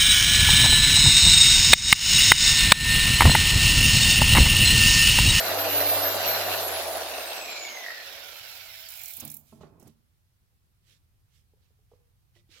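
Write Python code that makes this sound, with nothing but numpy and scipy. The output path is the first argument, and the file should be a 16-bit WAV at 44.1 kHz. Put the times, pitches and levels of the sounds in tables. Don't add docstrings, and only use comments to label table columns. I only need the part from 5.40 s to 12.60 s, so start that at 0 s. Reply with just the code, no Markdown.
import sys
import numpy as np
from scipy import signal
from scipy.fft import rfft, irfft, next_fast_len
from scipy.io import wavfile
from scipy.ndimage import uniform_filter1d, map_coordinates

SR = 44100
rng = np.random.default_rng(int(sys.argv[2]) if len(sys.argv) > 2 else 0)


def int16_out(signal):
    q = np.round(np.clip(np.atleast_2d(signal).T, -1, 1) * 32767)
    wavfile.write(sys.argv[1], SR, q.astype(np.int16))


N = 317519
TIME = np.arange(N) / SR
PINION_TEETH, WHEEL_TEETH = 10, 41
OFF_S = 1.1815

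# t/s, drumming level/dB, gear level/dB, brush hiss level/dB
TOOL_LEVELS = [(0, -33, -31, -35.5), (.1, -29.5, -31, -36), (.7, -30.5, -30.5, -37),
               (.79, -30.5, -32.5, -37), (.84, -31.5, -29.5, -36), (1.24, -31.5, -33, -35.5),
               (1.5, -35, -36, -39), (1.97, -41, -38.5, -43), (2.15, -42.5, -39.5, -47.5),
               (2.42, -47.5, -43, -50.5), (2.6, -53, -43, -50), (2.93, -57, -44.5, -51),
               (3.45, -70.5, -47.5, -49.5), (3.74, -86, -52, -43.5), (3.83, -54, -54, -49),
               (3.93, -79, -62, -52.5), (4.02, -74, -77, -64), (4.1, -80, -86, -75)]
# t/s, left over right/dB, extra path to the right microphone/mm
TOOL_PLACE = [(0, -1.5, -2), (.27, -1.5, 0), (.34, -1.5, 13), (.59, -1.5, 14), (.65, -1.5, 27),
              (1.3, -1, 29), (2.4, -2, 52), (2.75, -8, 56), (4.1, -7, 56)]
SWAY_DB = 0.81


def polisher():
    speed, pressure = motor()
    turns = np.cumsum(speed) / SR
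    orbit = turns * PINION_TEETH / WHEEL_TEETH
    fast = np.clip(speed / speed.max(), 0, 1)
    sway = SWAY_DB * np.array([wobble(12), wobble(12), wobble(9.8)])
    drum_db, gear_db, hiss_db = curves(TOOL_LEVELS) + sway
    pan_db, path_mm = curves(TOOL_PLACE)

    drum = sides(.6 * pan_db) * amp(drum_db) * drumming(orbit, fast)
    gears = sides(.9 * pan_db) * amp(gear_db) * gear_clatter(orbit, fast)
    hiss = sides(1.4 * pan_db) * amp(hiss_db) * brush_hiss(turns, fast)
    noise = during(TOOL_LEVELS) * (drum + gears + hiss)

    hums = sides(pan_db) * (orbit_hum(orbit, speed, pressure) + casing_hum())
    scratches = sides(1.6 * pan_db) * ticks(turns, speed)
    sharp = sides(pan_db) * (whines(turns, speed, pressure) + rattle(speed))
    echo = amp(-4.0) * shop(sharp[1])
    return noise + hums + scratches + fan(turns, speed, path_mm) + sharp + echo


# t/s, speed/turns per s, pad pressure/0-1
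MOTOR_RUN = [(0, 397.7, 0), (.2, 397.2, .8), (.6, 396.2, 1), (.68, 397.4, .8), (.78, 397.8, .2),
             (1.05, 397.9, .1), (1.13, 398.6, .6), (1.18, 399.5, 0)]
FRICTION, WINDAGE = 121.34, 3.004e-4
PAD_BRAKE, PAD_BRAKE_S = 18.84, .164


def motor():
    held, pressure = curves(MOTOR_RUN)
    since_off = np.maximum(TIME - OFF_S, 0)
    scale = np.sqrt(FRICTION / WINDAGE)
    angle = np.arctan((held[-1] - PAD_BRAKE) / scale) - FRICTION / scale * since_off
    coasting = scale * np.tan(angle) + PAD_BRAKE * np.exp(-since_off / PAD_BRAKE_S)
    return np.where(TIME < OFF_S, held, np.maximum(coasting, 0)), pressure


# f/Hz, level/dB per Hz, relative
PANEL_SPECTRUM = [(71, -53.5), (120, -29), (140, -40.5), (189, -24.5), (227, -25.5), (280, -16.5),
                  (318, -13.5), (432, -8.5), (667, 2.5), (952, -11), (1200, -11), (1560, -44.5),
                  (2640, -120)]
CASING_SPECTRUM = [(120, -45.5), (200, -19.5), (318, -11.5), (511, -7.5), (649, -2), (771, -2.5),
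                   (889, -6.5), (1200, -10), (1560, -31.5), (2640, -120)]


def drumming(orbit, fast):
    shake = amp(0.5 * np.sin(2 * np.pi * orbit) + 0.98 * wobble(60))
    return blend(patches(1.0, shake), PANEL_SPECTRUM, CASING_SPECTRUM, fast)


# f/Hz, level/dB per Hz, relative
GEARS_FAST_SPECTRUM = [(530, -36.5), (900, -7.5), (1110, -8.5), (1430, 0.5), (1630, -1.5), (1960, -3.5),
                       (2080, -5.5), (2350, -5.5), (2680, -3.5), (3320, -6.5), (4120, -2), (4570, -5.5),
                       (4790, -5.5), (6470, -11.5), (8500, -28), (11000, -48), (18700, -120)]
GEARS_SLOW_SPECTRUM = [(530, -38), (900, -10.5), (1220, -19), (1350, -5), (1540, -2), (1960, -5.5),
                       (2240, 5.5), (2700, 1), (3450, 2.5), (5570, 0), (6780, -14), (8500, -22),
                       (11000, -42.5), (18700, -120)]


def gear_clatter(orbit, fast):
    shake = amp(.8 * np.sin(2 * np.pi * orbit) + 0.68 * wobble(70) + 1.4 * wobble(600))
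    return blend(patches(2.0, shake), GEARS_FAST_SPECTRUM, GEARS_SLOW_SPECTRUM, fast)


# f/Hz, level/dB per Hz, relative
HISS_FAST_SPECTRUM = [(4120, -33), (7000, -4), (7450, -4), (8050, -9), (8750, -6), (12500, 1),
                      (15100, -9.5), (16100, -10.5)]
HISS_SLOW_SPECTRUM = [(4120, -34.5), (7000, -7), (9580, -14), (10400, -17), (10900, -4.5), (12000, -3.5),
                      (12700, -1.5), (13600, 0), (15100, 0.5), (16100, -12)]


def brush_hiss(turns, fast):
    jumping = amp(-2.6 * fast * np.sin(2 * np.pi * turns) + 1.2 * wobble(80) + 1.6 * wobble(700))
    return blend(patches(1.5, jumping), HISS_FAST_SPECTRUM, HISS_SLOW_SPECTRUM, fast)


# f/Hz, level/dB
MESH_RESPONSE = [(1150, -90), (1350, -60), (1620, -64), (1750, -54), (1900, -50), (2100, -47),
                 (2300, -47.5), (2550, -53), (2750, -61), (3700, -62), (3960, -51)]
BAR_RESPONSE = [(1900, -90), (2100, -54), (2360, -65), (2800, -62), (3400, -58), (4150, -58), (4500, -69),
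                (4900, -76), (9000, -76), (9500, -63)]
BAR_OCTAVE_RESPONSE = [(10400, -94), (11000, -62), (11900, -54.5), (14000, -56.5), (15200, -72),
                       (16000, -94)]
# motor multiple, level/dB
LOADED_ORDERS = [(5, -55), (7, -54.5), (9, -56), (12, -53.5), (30, -53)]
BRUSH_BARS = 24
BAR_PRESS_DB = 11


def whines(turns, speed, pressure):
    loose = 1 - speed / speed.max()
    orbit = turns * PINION_TEETH / WHEEL_TEETH
    mesh_db = along(MESH_RESPONSE, PINION_TEETH * speed) + 2.5 * np.sin(2 * np.pi * orbit)
    mesh = tone(PINION_TEETH * turns, mesh_db, blur=.2 + 1.1 * (1 - loose) ** 5, waver_db=1.5)

    bar_db = along(BAR_RESPONSE, BRUSH_BARS * speed) + BAR_PRESS_DB * pressure
    bars = tone(BRUSH_BARS * turns, bar_db, blur=0.36 + .5 * loose, waver_db=3)
    octave_db = along(BAR_OCTAVE_RESPONSE, 2 * BRUSH_BARS * speed)
    octave = tone(2 * BRUSH_BARS * turns, octave_db, blur=2.5, waver_db=3.0)

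    orders = sum(tone(round(k) * turns, db - 90 * loose, blur=0.4, waver_db=0.5) for k, db in LOADED_ORDERS)
    return mesh + bars + octave + orders


# t/s, level/dB
FAN_SWEEP = [(0, -35), (.1, -39), (.24, -37), (.38, -28.5), (.56, -30), (.69, -33), (.79, -45), (.91, -33),
             (.99, -44), (1.05, -38), (1.18, -41)]
# f/Hz, level/dB
FAN_COASTING_RESPONSE = [(5400, -90), (5850, -64), (6250, -53), (7300, -49), (8200, -52), (9250, -55),
                         (10600, -48), (12300, -42)]
FAN_BLADES = 31
FAN_PAN_DB = -2.5


def fan(turns, speed, path_mm):
    late_turns = speed * path_mm / 343e3
    blades = FAN_BLADES * (turns - np.outer([0, 1], late_turns))
    coasting_db = along(FAN_COASTING_RESPONSE, FAN_BLADES * speed)
    db = np.where(TIME < OFF_S, curves(FAN_SWEEP)[0], coasting_db)
    loose = 1 - speed / speed.max()
    core = tone(blades, db, blur=0.19 + 4 * loose, waver_db=3.5, apart=0.059)
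    skirt = tone(blades, db - 3, blur=0.88, waver_db=4.5)
    return sides(FAN_PAN_DB) * (core + skirt)


# orbit multiple, level/dB, gain at full pressure/dB, loss per tenfold slowing/dB
ORBIT_HARMONICS = [(1, -50.5, 4, 82), (2, -55.5, -9.5, 699.5), (3, -66.5, 22.5, 399.5)]


def orbit_hum(orbit, speed, pressure):
    slowing = np.log10(speed.max() / (speed + 1))
    hum = 0
    for k, db, press_db, loss_db in ORBIT_HARMONICS:
        level_db = db + press_db * pressure - loss_db * slowing
        hum = hum + tone(round(k) * orbit, level_db, blur=.15, waver_db=1.0, apart=0.11)
    return hum


# loudest t/s, level/dB, rise/s, fall/s, f/Hz
GRIP_HUMS = [(2.25, -54.5, .45, 0.44, 618.5), (2.8, -59.5, 0.81, 0.55, 559), (3.4, -68, .6, 1, 650),
             (3.7, -72, 2.1, 0.45, 769)]


def casing_hum():
    return sum(swell(*row[:4]) * tone(row[4] * TIME, 0, blur=1.02, waver_db=2.5) for row in GRIP_HUMS)


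# t/s, level/dB, relative
HARD_SLAPS = [(1.7153, -30.5), (1.7485, -26.5), (1.8045, -28.5), (2.0847, -25.5), (2.1116, -29.5),
              (2.25, -28), (2.3717, -29), (2.4415, -27.5), (2.463, -24), (2.484, -24), (2.505, -26)]
SLAPS, SLAP_FROM_S, SLAP_TO_S = 12, 1.69, 2.15
SLAP_DB, SLAP_SCATTER_DB = -31, 1.5
SLAP_TOP_HZ = 2650


def rattle(speed):
    out, t = np.zeros(N), np.arange(SR // 60) / SR
    burst = t / .0011 * np.exp(1 - t / .0011)
    slots = (np.arange(SLAPS) + rng.random(SLAPS)) / SLAPS
    weak_s = SLAP_FROM_S + (SLAP_TO_S - SLAP_FROM_S) * slots
    weak_db = SLAP_DB + SLAP_SCATTER_DB * rng.standard_normal(SLAPS)
    for s, db in HARD_SLAPS + list(zip(weak_s, weak_db)):
        hz = min(PINION_TEETH * speed[round(s * SR)], SLAP_TOP_HZ)
        body = np.sin(2 * np.pi * hz * t) + 0.067 * rng.standard_normal(len(t))
        add(out, s, amp(db - 3.0) * burst * body)
    return out


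# t/s, level/dB, low edge
# level/dB, relative
LAST_TICKS = [(3.7989, -30.5, -11), (3.876, -31.5, -14), (3.9, -28.5, -16), (3.9404, -27, -23),
              (3.9669, -30, -23), (4.3974, -47, -13.5), (4.426, -51, -12), (4.475, -45.5, -14)]
TICK_FROM_S, TICK_TURNS = 3.4865, 17
TICK_DB, TICK_DB_PER_SPEED, TICK_SCATTER_DB = -25.5, .11, 2
TICK_LOW_DB, TICK_LOW_SCATTER_DB = -18, 4


def ticks(turns, speed):
    bright, lower, t = np.zeros((2, N)), np.zeros((2, N)), np.arange(SR // 25) / SR
    at = np.searchsorted(turns, turns[round(TICK_FROM_S * SR)] + np.arange(TICK_TURNS))
    chance = rng.standard_normal((TICK_TURNS, 2))
    levels = TICK_DB - TICK_DB_PER_SPEED * speed[at] + TICK_SCATTER_DB * chance[:, 0]
    lows = TICK_LOW_DB + TICK_LOW_SCATTER_DB * chance[:, 1]
    for s, db, low_db in LAST_TICKS + list(zip(at / SR, levels, lows)):
        shape = amp(db - 60 * t / 0.024) * (1 - np.exp(-t / .003))
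        add(bright, s, shape * rng.standard_normal((2, len(t))))
        add(lower, s, amp(low_db) * shape * rng.standard_normal((2, len(t))))
    # f/Hz, level/dB
    bright_band = [(7000, -19), (9000, 2.5), (16000, 7.0)]
    lower_band = [(3500, -50.5), (5500, 16.5), (8000, 16), (9500, -40.5)]
    return (filtered(bright, lambda hz: amp(along(bright_band, hz)))
            + filtered(lower, lambda hz: amp(along(lower_band, hz))))


# t/s, level/dB, hardness/dB, t60/s; levels are relative
TABLE_KNOCKS = [(3.779, -46, -12, 0.24), (3.825, -28, -19, 0.13), (3.834, -30, -18, 0.19),
                (4.124, -37, -8.5, 0.17), (4.155, -42.5, -19, 0.18), (4.208, -38, -2.5, 0.15),
                (4.233, -37.5, 2.5, 0.079), (4.269, -59, -14, 0.17), (4.319, -53, -13, 0.22),
                (4.424, -41.5, -4, 0.094), (4.447, -42, -26, 0.089), (4.49, -48, -23, 0.16)]
# f/Hz, level/dB, share of t60
LOW_MODES = [(104, -6, 0.79), (148.4, -6, 2.8), (225.5, 0.5, 1.8), (294, -10.5, 1.4)]
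UPPER_MODES = [(414.6, 8, 0.32), (606, 1, 0.5), (870, 3, 0.23), (1043, 1, 0.25), (1310, -6.5, 0.38),
               (2600, -12.5, .3)]
# loudest t/s, level/dB, rise/s, fall/s; levels before panning
TOOL_DRAG = [(3.86, -59, .15, .18), (4.16, -57, .06, .2), (4.24, -51, .06, .13), (4.37, -58, .15, .15),
             (4.435, -57, .04, .14)]
# f/Hz, level/dB per Hz, relative
BOARD_SPECTRUM = [(41, -38), (70, -12), (146, 6), (232, -9.5), (294, -9), (415, -9.5), (552, -18),
                  (613, -11), (2000, -34), (2500, -31), (3250, -63), (5500, -120)]


def knocks():
    out, t = np.zeros(N), np.arange(SR // 2) / SR
    for s, db, hard_db, t60 in TABLE_KNOCKS:
        ringing = ring(LOW_MODES, t, t60) + amp(hard_db + 4.5) * ring(UPPER_MODES, t, t60)
        add(out, s, amp(db - 13.0) * (1 - np.exp(-t / 0.0016)) * ringing)
    scrape = rush(patches(2.8, amp(3.7 * wobble(40))), BOARD_SPECTRUM, LIKENESS)
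    drag = sum(swell(*row) for row in TOOL_DRAG) * scrape
    return sides(-6.5) * (out + amp(-8.0) * shop(out) + drag)


def ring(modes, t, t60):
    total = np.zeros(len(t))
    for hz, level, share in modes:
        decay = amp(level + rng.normal(0, 1.9) - 60 * t / (share * t60))
        total += decay * np.sin(2 * np.pi * hz * rng.normal(1, 0.031) * t)
    return total


# t/s, level/dB, f/Hz, t60/s; levels are relative
FAINT_TAPS = [(6.136, -58.5, 422, 0.044), (6.17, -70, 527, 0.086), (6.306, -64.5, 448, 0.036),
              (6.39, -69, 423, 0.089), (6.516, -50, 462, 0.084), (6.535, -48.5, 488, 0.052),
              (6.958, -66.5, 347, 0.37), (6.96, -70, 586, 0.24), (6.964, -60, 1960, 0.068),
              (6.969, -73, 4440, 0.045), (7.092, -55.5, 333, 0.044)]


def taps():
    out, t = np.zeros(N), np.arange(SR // 4) / SR
    puff_filter = signal.butter(4, 800, fs=SR)
    for s, db, hz, t60 in FAINT_TAPS:
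        puff = amp(-90 * t / t60) * signal.lfilter(*puff_filter, rng.standard_normal(len(t)))
        body = np.sin(2 * np.pi * hz * t) + 3.9 * puff
        add(out, s, amp(db - 2.0 - 60 * t / t60) * (1 - np.exp(-t / 0.00051)) * body)
    return sides(-5) * (out + amp(-10.0) * shop(out))


# loudest t/s, level/dB, rise/s, fall/s, treble gain/dB; levels before panning
FABRIC_SWISHES = [(4.1, -71, 0.11, 0.2, 9.5), (4.215, -63, .015, 0.13, -11.5),
                  (4.41, -73, 0.022, .12, 10.5), (4.478, -72.5, .03, .1, 6), (5.51, -63, .11, .12, -4.5),
                  (5.96, -70, .11, 0.11, -1), (6.235, -76, .06, .15, -14), (6.55, -78, .11, .07, -2.5),
                  (6.97, -66.5, 0.046, 0.079, -6), (7.13, -54.5, .055, .8, -11.5)]
# f/Hz, level/dB per Hz, relative
CLOTH_SPECTRUM = [(290, -21), (500, -11), (586, -20), (988, -25), (1160, -16), (1460, -13.5), (2130, -8),
                  (3540, -5.5), (13800, -16), (16000, -20)]


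def swishes():
    grain = amp(1.0 * wobble(500) + .8 * wobble(50))
    cloth = rush(patches(2.2, grain), CLOTH_SPECTRUM, LIKENESS)
    bright = filtered(cloth, lambda hz: amp(along([(3000, -18), (9000, -1)], hz)))
    levels = np.array([swell(*row[:4]) for row in FABRIC_SWISHES])
    treble = amp([row[4] for row in FABRIC_SWISHES]) @ levels
    return sides(-9.0) * (levels.sum(axis=0) * (cloth - bright) + treble * bright)


# f/Hz, t60/s
SHOP_DECAY = [(150, .45), (1500, 0.87), (12000, 0.27)]


def shop(x):
    hz, t, z = signal.stft(rng.standard_normal((2, SR // 2)), SR, nperseg=256)
    fading = z * amp(-60 * t / along(SHOP_DECAY, hz)[:, None])
    tail = signal.istft(fading, SR, nperseg=256)[1]
    delayed = np.pad(x, (300, 0))[None]
    return signal.fftconvolve(delayed, tail / np.linalg.norm(tail[0]), axes=1)[:, :N]


# f/Hz, level/dB per Hz, relative
AIR_SPECTRUM = [(12, -38), (20, -20), (53, -6.5), (101, -4), (188, -20.5), (229, -29), (681, -35.5),
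                (741, -33.5), (1260, -34.5), (1720, -36.5), (4970, -38), (6960, -41), (14400, -38),
                (16100, -46)]
# f/Hz, likeness/-1 to 1
AIR_LIKENESS = [(60, 0.46), (240, 0.58), (950, -0.23), (3770, -0.03), (15000, 0.099)]
# t/s, level/dB
BASS_RUMBLE = [(0, 4), (2, -9), (2.45, -13), (2.68, 0.5), (4.3, 1.5), (4.7, -4), (5.5, -0.5), (7.2, 1)]
AIR_DB = -66


def room_air():
    air = amp(AIR_DB) * sides(-1.8) * rush(patches(.8), AIR_SPECTRUM, AIR_LIKENESS)
    bass = filtered(air, lambda hz: amp(along([(170, -0.5), (300, -29)], hz)))
    return air + (amp(curves(BASS_RUMBLE)[0]) - 1) * bass


# f/Hz, likeness/-1 to 1
LIKENESS = [(60, 0.94), (150, 0.93), (380, 0.83), (950, 0.61), (2380, 0.12), (5980, -0.13), (15000, -0.043)]


def blend(pair, running, slowing, fast):
    return fast * rush(pair, running, LIKENESS) + (1 - fast) * rush(pair, slowing, LIKENESS)


def rush(pair, spectrum, alike):
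    def response(hz):
        turn = np.arccos(np.clip(along(alike, hz), -1, 1)) / 2
        return amp(along(spectrum, hz)) * [np.cos(turn), np.sin(turn)]
    mid, side = filtered(pair, response)
    return unit(np.array([mid + side, mid - side]))


def patches(patchy_db, shake=1):
    z = signal.stft(rng.standard_normal((2, N)), nperseg=512)[2]
    across_hz = uniform_filter1d(rng.standard_normal(z.shape[1:]), size=5, axis=0)
    field = uniform_filter1d(across_hz, size=8, axis=1)
    return signal.istft(z * amp(patchy_db * unit(field)), nperseg=512)[1][:, :N] * shake


def tone(turns, db, blur, waver_db, apart=.6):
    drift = blur * (wobble(40) + .5 * wobble(300)) + apart * np.array([wobble(9.1), wobble(5.8)])
    return np.sqrt(2) * amp(db + waver_db * wobble(25)) * np.sin(2 * np.pi * turns + drift)


def wobble(rate):
    coarse = TIME[::16]
    knots = rng.standard_normal(int(N * rate / SR) + 4)
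    return np.interp(TIME, coarse, map_coordinates(knots, [coarse * rate]))


def swell(peak_s, db, rise_s, fall_s):
    return amp(db - 38 * np.maximum((peak_s - TIME) / rise_s, (TIME - peak_s) / fall_s) ** 2)


def filtered(x, response):
    m = next_fast_len(N + 8192)
    return irfft(rfft(x, m) * response(np.fft.rfftfreq(m, 1 / SR)), m)[..., :N]


def along(points, hz):
    f, v = np.transpose(points)
    return np.interp(np.log(hz + 1), np.log(f + 1), v)


def curves(rows):
    s, *cols = np.transpose(rows)
    return [np.interp(TIME, s, c) for c in cols]


def during(rows):
    return (TIME >= rows[0][0]) & (TIME <= rows[-1][0])


def sides(pan_db):
    return amp(np.outer([.5, -.5], pan_db))


def amp(db):
    return 10 ** (np.asarray(db) / 20)


def unit(x):
    return x / np.sqrt(np.mean(x ** 2) + 1e-20)


def add(track, s, sound):
    part = track[..., round(s * SR):][..., :sound.shape[-1]]
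    part += sound[..., :part.shape[-1]]


def scene():
    return polisher() + knocks() + taps() + swishes() + room_air()


def record(dry):
    return filtered(dry, lambda hz: hz < 15930)


dry = scene()
out = record(dry)
int16_out(out)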